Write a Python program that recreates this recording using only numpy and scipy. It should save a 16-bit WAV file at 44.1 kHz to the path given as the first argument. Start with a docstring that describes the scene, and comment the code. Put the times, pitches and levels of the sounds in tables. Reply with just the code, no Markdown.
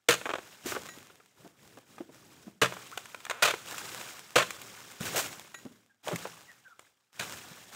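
"""Cutting oil-palm fronds with a pole chisel

Outdoors, a chisel on a long pole is driven through stalks: four hard thrusts and a light one, each a modal knock
and trunk boom, with ripping made of filtered random fractures and a tremble of the leaves' noise.
Strands snap and creak, fronds swish as shaped noise and bump down, leaflets spatter; boots brush and thud.
The blade clacks and rings in steel modes, a bird sings gliding sines, and a faint noise tail echoes it all but the leaves.
"""
import sys
import numpy as np
from scipy import signal
from scipy.fft import rfft, irfft
from scipy.io import wavfile
from scipy.ndimage import uniform_filter1d

SR = 44100
rng = np.random.default_rng(int(sys.argv[2]) if len(sys.argv) > 2 else 0)


def pcm_store(signal):
    """Save signal as 16-bit PCM."""
    levels = np.round(np.clip(np.atleast_2d(signal), -1, 1) * 32767)
    wavfile.write(sys.argv[1], SR, levels.astype(np.int16).T)


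N = 341819
T = np.arange(N) / SR
AGE = T[:SR // 2]  # time since the start of a short event, s

# the blade meets a stalk: (time [s], knock level [dB], stalk pitch [Hz], trunk boom level [dB],
# tearing level [dB], cut length [s], tearing tilt [dB/octave], shaken leaf level [dB])
THRUSTS = [(.085, -12, 480, -33, -18, 0.067, 2.7, -52.5), (2.615, -15.5, 454, -29, -18.5, 0.051, 0.5, -50),
           (3.422, -21, 602, -41, -18.5, 0.1, 1.9, -50),
           (4.356, -12, 499.6, -31.5, -17.5, .078, 0.6, -47.5),
           (7.193, -37, 710, -41.5, -31, 0.047, 1.5, -52)]
# a boot swings through grass and lands:
# (landing time [s], thud level [dB], thud length [s], thud pitch [Hz], swing before landing [s])
STEPS = [(0.973, -44.5, 0.0028, 320, 0.064), (1.446, -49, .022, 277, 0.11), (1.771, -50, 0.014, 370, 0.22),
         (2.004, -32, 0.0044, 290, 0.16), (2.09, -48, 0.0071, 298.7, .01), (2.468, -42, 0.014, 231, 0.39),
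         (5.651, -40, .014, 228, 0.11), (5.708, -53.5, .012, 260, 0.012)]
# spectrum of breaking strands: (frequency [Hz], density [dB/Hz])
STRAND_SPECTRUM = [(150, -26.5), (380, 1.5), (1450, 2), (3500, -2), (4900, -16.5), (7000, -7), (11000, -24),
                   (15500, -22.5)]
# spectrum of leaves: (frequency [Hz], density [dB/Hz])
LEAF_SPECTRUM = [(150, -23), (300, -5.5), (700, 0.5), (1450, 1.5), (3700, -3), (4600, -5.5), (7300, -3),
                 (10500, -13), (15000, -11)]


def amp(db):
    """Decibels to gain."""
    return 10 ** (np.asarray(db) / 20)


def unit(x):
    """Scales to rms 1."""
    return x / np.sqrt(np.mean(x ** 2) + 1e-20)


def read(points, hz):
    """Interpolates a table on a log-frequency axis."""
    table_hz, value = np.transpose(points)
    return np.interp(np.log(hz + 1), np.log(table_hz), value)


def add(mix, start_s, sound):
    """Mixes a sound in at a given time."""
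    part = mix[max(round(start_s * SR), 0):][:len(sound)]
    part += sound[:len(part)]


def colour(x, spectrum, tilt_db=0):
    """Filters by a spectrum, tilted in dB per octave above 100 Hz, and scales to rms 1."""
    hz = np.fft.rfftfreq(len(x), 1 / SR)
    gain_db = read(spectrum, hz) + tilt_db * np.log2(np.maximum(hz, 100))
    return unit(irfft(rfft(x) * amp(gain_db), len(x)))


def crackle(size, per_s, spread_db):
    """Tiny fractures at random moments; a positive spread makes a few much larger, a negative one smaller."""
    count = int(per_s * size / SR) + 1
    signs = rng.choice([-1, 1], count)
    sizes = signs * amp(spread_db * np.minimum(rng.exponential(1, count), 4))
    places = rng.integers(0, size, count)
    return unit(np.bincount(places, sizes, size))


def grains(size, per_s, spread_db, q):
    """Fibres of many thicknesses: each pitch rings to its own crackle; thin, high ones are the most numerous."""
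    pitches_hz = np.geomspace(250, 15000, num=32) * rng.uniform(.95, 1.05, size=32)
    rates = per_s * np.maximum(pitches_hz / 1000, 1) ** 1.5
    out = np.zeros(size)
    for hz, rate in zip(pitches_hz, rates):
        b, a = signal.iirpeak(hz, q, fs=SR)
        out += signal.lfilter(b, a, crackle(size, rate, spread_db))
    return out


def motion():
    """Leaf and drag gains over time: trembling leaves, moving fronds and swinging boots add in power."""
    # a frond falls or is shoved: (time [s], rustle level [dB], low drag level [dB],
    # time in motion [s], settling rate [dB/s])
    frond_moves = [(0.628, -44, -48, 0.11, 36), (3.645, -42, -56.5, 0.46, 29), (4.993, -38, -46, 0.27, 60),
                   (6.028, -44.5, -56, 0.2, 35), (6.779, -58.5, -71.5, 0.028, 103),
                   (7.12, -53.5, -68.5, 0.083, 60), (7.18, -45, -53, 0.19, 30), (7.711, -45, -58, .04, 38)]
    rise_s, stop_s = .04, 0.052
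    braking_db_per_s = -6.5  # its neighbours brake it on the way
    settle_db, settle_s = -3.5, 1  # settling starts softer; the last leaflet is still after settle_s
    shake_s, shake_drag_db = 1.32, -10  # duration of the tremble; low sway relative to the leaves
    swing_db, swing_drag_db, swing_rise_s, swing_stop_s = -60, -61.5, 0.067, 0.078

    moves = [(np.ones(N), -79, -87.5)]  # at rest: (shape, leaves dB, drag dB)
    for s, *_, shake_db in THRUSTS:
        tremble = np.interp(T, [s, s + rise_s, s + shake_s], [0, 1, 0])
        moves.append((tremble, shake_db, shake_db + shake_drag_db))
    for s, db, drag_db, length_s, settle_db_per_s in frond_moves:
        moving_s = np.clip(T - s, 0, length_s)
        rest_s = np.maximum(T - s - length_s, 0)
        slide = np.clip((T - s) / rise_s, 0, 1) * amp(braking_db_per_s * moving_s)
        settle = amp(settle_db - settle_db_per_s * rest_s)
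        settle = settle * np.maximum(1 - (rest_s / settle_s) ** 2, 0)
        stop = np.exp(-rest_s / stop_s)
        moves.append((slide * np.maximum(stop, settle), db, drag_db))
    for s, *_, swing_s in STEPS:
        rise = np.clip((T - s + swing_s) / swing_rise_s, 0, 1)
        brush = rise * np.exp(-np.maximum(T - s, 0) / swing_stop_s)
        moves.append((brush, swing_db, swing_drag_db))
    leaf_power = sum((amp(db) * shape) ** 2 for shape, db, _ in moves)
    drag_power = sum((amp(drag_db) * shape) ** 2 for shape, _, drag_db in moves)
    return np.sqrt(leaf_power), np.sqrt(drag_power)


def rustle(patchy_db=1.5):
    """Leaflets rub as noise, catch in pitched grains and tick; stalks drag as low noise underneath."""
    # spectrum of the low drag: (frequency [Hz], density [dB/Hz])
    drag_spectrum = [(30, -23.5), (115, 0), (200, -3), (400, -5), (1500, -29.5)]
    flutter_db = patchy_db * np.interp(T, np.linspace(0, T[-1], 700), rng.standard_normal(700))
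    rub = colour(rng.standard_normal(N), LEAF_SPECTRUM)
    leaflets = colour(grains(N, per_s=45, spread_db=3.8, q=12), LEAF_SPECTRUM)
    ticks = colour(crackle(N, per_s=110, spread_db=5.5), LEAF_SPECTRUM)
    leaves = .56 * rub + .75 * leaflets + .36 * ticks
    drag = colour(rng.standard_normal(N), drag_spectrum)
    leaf_gain, drag_gain = motion()
    return leaves * leaf_gain * amp(flutter_db) + drag * drag_gain


def burst(grain, db, length_s, rise_s, fall_s):
    """A force builds, holds while the material gives way, and dies out; db is the level at full force."""
    force = np.minimum(AGE / rise_s, 1) * np.exp(-np.maximum(AGE - length_s, 0) / fall_s)
    return amp(db) * unit(grain * force) * np.sqrt(np.mean(force ** 2))


def ring(hz, db, t60_s):
    """One struck mode: a sine that decays exponentially."""
    return amp(db - 60 * AGE / t60_s) * np.sin(2 * np.pi * hz * AGE)


def woody(x, dry_db, detune):
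    """Stalk resonances, at slightly different pitches for each break, colour a sound at unchanged rms."""
    # resonances of the cut stalk: (nominal frequency [Hz], width [Hz], level [dB])
    resonances = [(1066, 20, 6.5), (1290, 140, -2.5), (1440, 220, 4), (1720, 27, -1), (2400, 210, 3)]
    out = amp(dry_db) * x
    for nominal_hz, width_hz, db in resonances:
        hz = nominal_hz * (1 + detune * rng.uniform(-0.91, 1))
        b, a = signal.iirpeak(hz, hz / width_hz, fs=SR)
        out = out + amp(db) * signal.lfilter(b, a, x)
    return unit(out) * np.sqrt(np.mean(x ** 2))


def chops(lurch_db=2.0, bundles=4):
    """Stalk and trunk modes knock while the edge catches and slips, ripping bundle after bundle of fibres."""
    # stalk modes: (multiple of stalk pitch [ratio], level re knock [dB], t60 [s])
    stalk_modes = [(.69, -9.5, .08), (1, 3.5, 0.055), (1.31, -5.5, .06), (2.08, -12, 0.094)]
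    # trunk modes: (frequency [Hz], level re boom [dB], t60 [s])
    trunk_modes = [(127, 0.5, 0.18), (182, -3, 0.22)]
    # spectrum of tearing fibres: (frequency [Hz], density [dB/Hz])
    fibre_spectrum = [(100, -19.5), (270, -14.5), (450, 4), (660, 6.5), (800, -6.5), (1050, 0),
                      (3600, -2.5), (5000, -12), (7000, -8.5), (11000, -22), (15500, -22.5)]
    knock_lag_s = .003  # the stalk answers just after the bite
    slowing_db, dulling_db_per_octave = -3.5, -.5  # change per bundle as the blade slows
    ripping_share = 0.66  # of the time per bundle, at full force

    out = np.zeros(N)
    for s, knock_db, stalk_hz, boom_db, tear_db, cut_s, tilt_db, _ in THRUSTS:
        knock = sum(ring(stalk_hz * ratio, knock_db + db, t60_s) for ratio, db, t60_s in stalk_modes)
        boom = sum(ring(hz, boom_db + db, t60_s) for hz, db, t60_s in trunk_modes)
        add(out, s + knock_lag_s, (knock + boom) * (1 - np.exp(-AGE / .003)))
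        bundle_s = cut_s / bundles
        for k in range(bundles):
            wander = unit(uniform_filter1d(rng.standard_normal(len(AGE)), size=130))  # about 3 ms
            lurch = amp(lurch_db * wander)
            breaks = grains(len(AGE), per_s=500, spread_db=2.5, q=12)
            fibres = lurch * colour(breaks, fibre_spectrum, tilt_db + k * dulling_db_per_octave)
            rip = burst(fibres, tear_db + k * slowing_db, ripping_share * bundle_s, rise_s=.003, fall_s=0.0069)
            add(out, s + k * bundle_s, woody(rip, dry_db=4.5, detune=0.076))
    return out


def crack(db, length_s, tilt_db):
    """Woody fibre gives way: dense fractures, strongest at the onset, coloured by the stalk."""
    splinters = colour(crackle(len(AGE), per_s=12000, spread_db=1.5), STRAND_SPECTRUM, tilt_db)
    splinters = splinters * (1 + amp(-2.5) * np.exp(-AGE / 0.0011))
    return woody(burst(splinters, db, length_s, rise_s=0.0001, fall_s=0.0029), dry_db=5, detune=0.061)


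def clacks(length_s=0.0049, tilt_db=-3.5):
    """The blade jolts against woody stubs, and once a boot's toe taps down after its heel: short, dull cracks
    of one length and tilt."""
    # blade against stub, or a boot's toe after its heel: (time [s], level [dB])
    clack_events = [(.213, -38.5), (.256, -29.5), (.266, -32), (0.292, -29.5), (.302, -30.5), (.312, -34.5),
                    (.336, -27), (.354, -31.5), (.385, -37), (.721, -31), (.75, -34), (0.763, -32),
                    (1.099, -52), (1.2, -55), (1.772, -52.5), (1.981, -44.5), (2.723, -36.5), (2.767, -40),
                    (6.251, -42.5)]
    out = np.zeros(N)
    for s, db in clack_events:
        add(out, s, crack(db, length_s, tilt_db))
    return out


def thud(db, length_s, hz, below_db=12, above_db=10, push=0.79):
    """Soft earth hardly rings: a short low push plus a noise scuff that falls away around its pitch."""
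    # below_db and above_db: slopes of roughly so many dB per octave
    hump = [(hz / 8, -3 * below_db), (hz / 1.2, 0), (hz * 1.2, 0), (hz * 32, -5 * above_db)]
    scuff = colour(rng.standard_normal(len(AGE)), hump)
    blow = push * ring(hz, 14.4, t60_s=9 / hz) + scuff
    return burst(blow, db, length_s, rise_s=0.0048, fall_s=0.0077)


def bumps(crack_lag_s=.003, crack_db=-17, crack_tilt_db=-2.5):
    """Heavy stalks thud on the earth and their dry skin cracks, crack_db relative to the thud."""
    # stalk meets earth: (time [s], level [dB], length [s], pitch [Hz])
    bump_events = [(0.657, -33, 0.0068, 315), (0.765, -33.5, 0.0075, 437), (5.005, -34, 0.0099, 169),
                   (5.143, -34, 0.043, 530), (6.072, -33.5, 0.019, 550), (6.111, -34.5, 0.027, 500),
                   (6.13, -34, 0.024, 159), (6.25, -35, 0.0091, 460), (7.51, -51, .02, 166)]
    out = np.zeros(N)
    for s, db, length_s, hz in bump_events:
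        add(out, s, thud(db, length_s, hz))
        add(out, s + crack_lag_s, crack(db + crack_db, length_s, crack_tilt_db))
    return out


def slaps():
    """Stiff leaflets hit the ground in a bright spatter of dense fractures."""
    # leaflets land: (time [s], level [dB], length [s])
    slap_events = [(0.658, -38, 0.057), (5.052, -36.5, 0.007), (5.157, -28.5, 0.024),
                   (5.188, -28.5, 0.0055)]
    out = np.zeros(N)
    for s, db, length_s in slap_events:
        spatter = colour(crackle(len(AGE), per_s=5500, spread_db=-1.0), LEAF_SPECTRUM, tilt_db=1.5)
        add(out, s, burst(spatter, db, length_s, rise_s=0.0025, fall_s=0.023))
    return out


def blade(touch_db=7.0):
    """A light touch, a noise burst touch_db above the ping level, sets the steel modes ringing."""
    # blade grazes something: (time [s], level [dB], t60 [s])
    ping_events = [(.887, -49, 0.32), (5.195, -43, 0.25), (5.543, -47, 0.22)]
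    # steel modes: (frequency [Hz], level re ping [dB])
    steel_modes = [(1585, -5), (1910, 1), (2160, -15), (3951, -6), (6476, -14), (6815, -1), (10955, -11),
                   (14520, -15)]
    out = np.zeros(N)
    for s, db, t60_s in ping_events:
        scrape = colour(rng.standard_normal(len(AGE)), STRAND_SPECTRUM)
        touch = burst(scrape, db + touch_db, length_s=0.0044, rise_s=0.0019, fall_s=0.0043)
        add(out, s, touch + sum(ring(hz, db + mode_db, t60_s) for hz, mode_db in steel_modes))
    return out


def boots():
    """Boots land on soft earth with a thud."""
    out = np.zeros(N)
    for s, db, length_s, hz, _ in STEPS:
        add(out, s, thud(db, length_s, hz))
    return out


def bird():
    """Sine notes that slide ever faster, made husky by pitch jitter."""
    # bird notes: (time [s], peak level [dB], length [s], start pitch [Hz], end pitch [Hz])
    notes = [(2.917, -40.5, 0.028, 1154, 1680), (5.893, -63, 0.037, 1710, 1510),
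             (6.476, -49.5, 0.051, 1960, 1690), (6.645, -50, 0.048, 1600, 1390),
             (6.698, -52, 0.045, 1434, 1200)]
    out = np.zeros(N)
    for s, db, length_s, start_hz, end_hz in notes:
        u = np.linspace(0, 1, round(length_s * SR))
        glide_hz = start_hz + (end_hz - start_hz) * u ** 1.7
        jitter = .35 * uniform_filter1d(rng.standard_normal(len(u)), size=60)
        phase = 2 * np.pi * np.cumsum(glide_hz * (1 + jitter)) / SR
        add(out, s, amp(db) * np.sin(np.pi * u) * np.sin(phase))
    return out


def snaps(length_at_30_s=0.0033, growth_per_db=0.21):
    """Single strands snap under the frond's weight; thicker ones are louder and splinter for longer."""
    # strands and dry stems snap: (time [s], level [dB], tilt [dB/octave])
    snap_events = [(2.975, -30, 2), (3.057, -39.5, 2.5), (3.146, -33.5, -.5), (3.204, -43.5, 2),
                   (3.252, -34.5, 4), (3.266, -35.5, -1.5), (3.298, -28.5, 1.5), (3.309, -27.5, 0.5),
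                   (3.538, -29, -3), (3.781, -32.5, 4.5), (4.012, -35.5, -1), (4.506, -31.5, 3),
                   (4.617, -37, 7.5), (5.008, -36, 4.5), (6.081, -32.5, 5), (6.159, -31.5, 5),
                   (6.794, -41.5, 2.5)]
    out = np.zeros(N)
    for s, db, tilt_db in snap_events:
        length_s = length_at_30_s * np.exp(growth_per_db * (db + 30))  # reference level -30 dB
        add(out, s, crack(db, length_s, tilt_db))
    return out


def creak(start_s=3.315, length_s=.105, db=-46, start_hz=170, end_hz=300):
    """The sagging frond twists on its last strands: uneven slips quicken and fade to half amplitude."""
    slip_hz = np.linspace(start_hz, end_hz, round(length_s * SR))
    uneven_hz = slip_hz * (1 + .8 * rng.standard_normal(len(slip_hz)))
    turns = np.cumsum(uneven_hz) / SR
    slips = np.diff(np.floor(np.maximum.accumulate(turns)), prepend=0)  # one impulse per turn
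    strands = woody(colour(slips, STRAND_SPECTRUM, tilt_db=-2), dry_db=0, detune=.03)
    out = np.zeros(N)
    add(out, start_s, amp(db) * strands * np.linspace(1, .5, len(slips)))
    return out


def grove(x, wet_db=-15):
    """A faint tail lingers after every sound: convolution with noise decaying per frequency."""
    # decay of the tail: (frequency [Hz], t60 [s])
    decay = [(100, 1), (600, 0.29), (14000, 0.55)]
    hz, t, z = signal.stft(rng.standard_normal(SR), SR, nperseg=256)
    decay_db = -60 * t / read(decay, hz)[:, None]
    tail = signal.istft(z * amp(decay_db), SR, nperseg=256)[1][:SR]
    tail = tail * np.minimum(T[:SR] / 0.013, 1)
    return amp(wet_db) * signal.fftconvolve(x, tail / np.linalg.norm(tail))[:N]


def scene():
    """Work among the palms and a bird farther off, which feeds the tail at twice its direct gain."""
    leaves = rustle()
    work = chops() + clacks() + bumps() + slaps() + blade() + boots() + snaps() + creak()
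    song = bird()
    return (work + song + grove(work + 2 * song) + leaves)[None]


def record(dry, low_cut_hz=65, edge_hz=15750):
    """A small microphone without deep bass, then a steep low-pass band limit."""
    thin = signal.lfilter(*signal.butter(2, low_cut_hz, "high", fs=SR), dry)
    band_limit = signal.firwin(511, edge_hz, window=("kaiser", 9), fs=SR)
    return signal.oaconvolve(thin, band_limit[None], "same")


dry = scene()
out = record(dry)
pcm_store(out)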